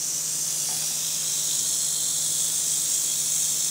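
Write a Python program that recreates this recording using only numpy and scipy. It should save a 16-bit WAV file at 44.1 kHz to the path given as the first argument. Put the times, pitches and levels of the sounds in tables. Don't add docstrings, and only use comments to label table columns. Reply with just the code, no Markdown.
import sys
import numpy as np
from scipy import signal
from scipy.fft import rfft, irfft, next_fast_len
from scipy.io import wavfile
from scipy.ndimage import map_coordinates

SR = 44100
rng = np.random.default_rng(int(sys.argv[2]) if len(sys.argv) > 2 else 0)


def convert_level_to_amplitude(level_db):
    exponent = np.asarray(level_db, float) / 20
    return 10 ** exponent


def log_audio(samples):
    frames = np.atleast_2d(samples).T
    limited = np.clip(frames, -1, 1)
    pcm = np.round(limited * 32767).astype(np.int16)
    wavfile.write(sys.argv[1], SR, pcm)


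N = 163170


def unit(x):
    return x / np.sqrt(np.mean(x ** 2) + 1e-20)


def curve(rows):
    return np.interp(np.arange(N) / SR, *np.transpose(rows))


def wobble(rate):
    knots = rng.standard_normal(int(N * 60 / SR) + 4)
    return map_coordinates(knots, [np.arange(N) * rate / SR])


def coloured(x, gain):
    m = next_fast_len(N + 8192)
    hz = np.fft.rfftfreq(m, 1 / SR) + 1
    return irfft(rfft(x, m) * gain(hz), m)[:N]


def spectrum(points):
    f, db = np.transpose(points)
    return lambda hz: convert_level_to_amplitude(np.interp(np.log(hz), np.log(f), db))


def echoed(x, t60, wet_db, renew_s):
    hop = int(renew_s * SR)
    t = np.arange(SR // 3) / SR
    wet = np.zeros(N + 4 * SR)
    window = np.sin(np.pi * np.arange(2 * hop) / (2 * hop))
    padded = np.pad(x, (hop, 2 * hop))
    for start in range(0, N + hop, hop):
        tail = rng.standard_normal(len(t)) * convert_level_to_amplitude(-60 * t / t60)
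        tail = tail / np.linalg.norm(tail)
        part = signal.fftconvolve(padded[start:start + 2 * hop] * window, tail)
        wet[start:start + len(part)] += part
    return x + convert_level_to_amplitude(wet_db) * wet[hop:hop + N]


def segment_clacks():
    # (time [s], shakes a second [Hz])
    shake_rate = [(0, 51.4), (.3, 52.24), (.75, 53.83), (.95, 53.56), (1.15, 51.93), (1.5, 51.21),
                  (2, 50.3), (2.6, 50.52), (3, 49.88), (3.7, 49)]
    # (time [s], steadiness [0-1])
    steadiness = [(0, 0.42), (.3, 0.74), (.65, 0.8), (1.3, 1), (3.7, 0.94)]
    # (centre [Hz], base clack rate [1/s],
    # then strength of crowding once, twice, three, four times a shake [0-1], before steadiness)
    segment_groups = [(3700, 8000, .44, .26, .16, .16), (6000, 12000, .21, .25, .07, .21),
                      (8000, 12000, .21, .25, .07, .21), (10500, 16000, .4, .3, .17, .34),
                      (14000, 20000, .34, .26, .15, .3)]
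    travel_rad = .3
    size_spread_db, own_flutter_db = 2, 0.37

    shake_phase = 2 * np.pi * np.cumsum(curve(shake_rate)) / SR
    steady = curve(steadiness)
    lag = rng.uniform(0, 2 * np.pi, size=4)
    centres = np.log([row[0] for row in segment_groups])
    clacks = 0
    for k, (hz, rate, *beats) in enumerate(segment_groups):
        phase = shake_phase - k * travel_rad
        crowding = sum(b * np.cos((j + 1) * phase + lag[j]) for j, b in enumerate(beats))
        busy = np.clip(1 + steady * crowding, 0, None)
        hit = rng.random(N) < rate / SR * busy
        size = convert_level_to_amplitude(size_spread_db * rng.exponential(size=N)) * rng.choice([-1, 1], N)
        flutter = convert_level_to_amplitude(own_flutter_db * wobble(14))
        band = lambda f: np.sqrt(np.interp(np.log(f), centres, np.arange(len(centres)) == k))
        clacks = clacks + coloured(unit(hit * size) * flutter, band)
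    return clacks


def turning_tail(clacks):
    facing_times = [.25, .65, 1.05, 1.95, 2.6, 3.3]
    # (frequency [Hz], relative level [dB per Hz])
    facing_colours = [
        [(1290, -64), (2200, -46), (2480, -25.5), (3040, -22), (3520, -21), (4410, -15.5), (5100, -14),
         (5950, -2), (6660, -5), (8420, -7), (10500, -20.5), (11400, -19), (12100, -23), (15200, -20)],
        [(1290, -48), (2200, -22.5), (3220, -16.5), (3400, -11.5), (3690, -17), (4130, -14), (4560, -8),
         (5310, -9.5), (6140, -2), (6610, -5.5), (7280, -5), (11200, -11), (12500, -19.5), (15200, -17)],
        [(1290, -31), (2200, -25), (2650, -14.5), (2990, -18), (3270, -8.5), (3880, -5.5), (4270, -14.5),
         (6000, 0), (8630, -5), (9510, -8), (9900, -15), (10800, -13.5), (12100, -16), (15200, -13)],
        [(1290, -52), (2200, -49), (2850, -36), (3190, -16), (3840, -13.5), (4340, -11.5), (4710, -20),
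         (5490, -11.5), (6090, -12.5), (6550, -7.5), (7830, -4), (8770, -14), (10100, -12.5), (12400, -29),
         (13600, -19), (15200, -22)],
        [(1290, -46), (2200, -28), (2440, -28), (2970, -20.5), (3350, -11.5), (4100, -12.5), (4410, -16),
         (5140, -12), (5810, -6.5), (6300, -5), (7400, -3.5), (9980, -11), (11600, -21), (15200, -15.5)],
        [(1290, -53), (2200, -23), (2310, -19), (2440, -39), (2520, -19.5), (2990, -24.5), (3190, -12.5),
         (3270, -9.5), (4070, -10), (4900, -13.5), (5400, -8), (5900, -5), (6050, -1), (7110, -2), (7340, 0.5),
         (8350, -5), (8560, -7), (10700, -9.5), (11700, -19.5), (13800, -14), (15200, -13)],
    ]
    # (frequency [Hz], width [Hz], full lift [dB])
    shell_rings = [(2546, 46, 6.5), (3286, 79, 3.5), (3750, 140, 2), (4220, 70, 2), (5340, 60, 5.5),
                   (5800, 79.4, 2), (6150, 130, 2), (6550, 90, 4.5), (6900, 110, 1.5), (7460, 110, 5),
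                   (8120, 110, 7.5), (8700, 110, 4)]
    ring_shares = [.2, 0.19, .5, 0.4, .8, 0.88]

    t = np.arange(N) / SR
    heard = 0
    for k, colour in enumerate(facing_colours):
        facing = np.interp(t, facing_times, np.arange(len(facing_colours)) == k)
        lift_db = lambda f: sum(db / (1 + (2 * (f - hz) / w) ** 2) for hz, w, db in shell_rings)
        gain = lambda f: spectrum(colour)(f) * convert_level_to_amplitude(ring_shares[k] * lift_db(f))
        heard = heard + facing * unit(coloured(clacks, gain))
    return heard


def rattle():
    # (time [s], level [dB])
    effort = [(0.0, -27), (1.25, -26), (1.33, -25), (1.85, -25), (3.07, -24.5), (3.68, -24.5), (3.7, -27)]
    flutter_db = 0.13
    heard = turning_tail(segment_clacks())
    heard = echoed(heard, t60=.12, wet_db=-6, renew_s=.2)
    return unit(heard * convert_level_to_amplitude(flutter_db * wobble(22.3))) * convert_level_to_amplitude(curve(effort))


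def air():
    # (frequency [Hz], relative level [dB per Hz])
    air_colour = [(15, -50), (25, -38), (60, -9), (72, -9), (97, 0), (125, -2), (185, -4), (240, 0.5),
                  (350, -2.5), (520, -0.5), (800, -4.5), (1500, -4.5), (2300, -6.5), (3400, -7),
                  (5700, -90)]
    # (frequency [Hz], middle level [dB rms], width of the pitch waver [Hz])
    fan_tones = [(155.3, -51.5, 2.8), (174, -62, 2.65), (140.8, -63.5, 3), (217.8, -67, 7.73),
                 (300, -61, 7.8), (604, -65.5, 13.2)]
    air_db = -47
    t = np.arange(N) / SR
    sound = convert_level_to_amplitude(air_db) * unit(coloured(rng.standard_normal(N), spectrum(air_colour)))
    for hz, db, waver_hz in fan_tones:
        strength = convert_level_to_amplitude(db + 1.4 * wobble(12)) * np.sqrt(2)
        drift = np.cumsum(waver_hz * wobble(24.5)) / SR / 2
        sound = sound + strength * np.sin(2 * np.pi * (hz * t + drift))
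    return sound


def knock():
    # (time [s], peak of the ring at the panel [dB])
    blow_times = [(.688, -29), (.712, -31), (.822, -34), (.908, -38)]
    # (frequency [Hz], relative level [dB], decay by 60 dB [s])
    panel_modes = [(220, -5, .08), (745, 0, .14), (800, -1, .16), (870, -1, .07), (1000, -9, .05),
                   (1250, -8, .06), (1430, -6, .08), (1750, -11, .04), (2150, -8, .05)]
    # (frequency [Hz], gain [dB])
    path_colour = [(60, -60), (170, -3), (700, 0), (2400, 0), (5000, -25), (16000, -60)]
    crack_db, crack_t60_s = 10, .07

    t = np.arange(SR // 4) / SR
    blows = np.zeros(N + SR)
    for s, db in blow_times:
        ring = 0
        for hz, mode_db, t60 in panel_modes:
            decay = convert_level_to_amplitude(mode_db + rng.normal(0, 1) - 60 * t / t60)
            ring = ring + decay * np.sin(2 * np.pi * hz * t)
        crack = convert_level_to_amplitude(crack_db - 60 * t / crack_t60_s) * rng.standard_normal(len(t))
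        blows[round(s * SR):][:len(t)] += convert_level_to_amplitude(db) * (ring + crack) / np.abs(ring).max()
    far = coloured(blows[:N], spectrum(path_colour))
    return echoed(far, t60=.4, wet_db=-2.5, renew_s=.05)


def scene():
    return np.tile(rattle() + air() + knock(), (2, 1))


def low_pass(x):
    return signal.sosfilt(signal.butter(12, 16890, fs=SR, output="sos"), x)


def record(dry):
    top_hz = 15720
    mix = np.array([coloured(x, lambda hz: hz < top_hz) for x in dry])
    return low_pass(mix)


dry = scene()
out = record(dry)
log_audio(out)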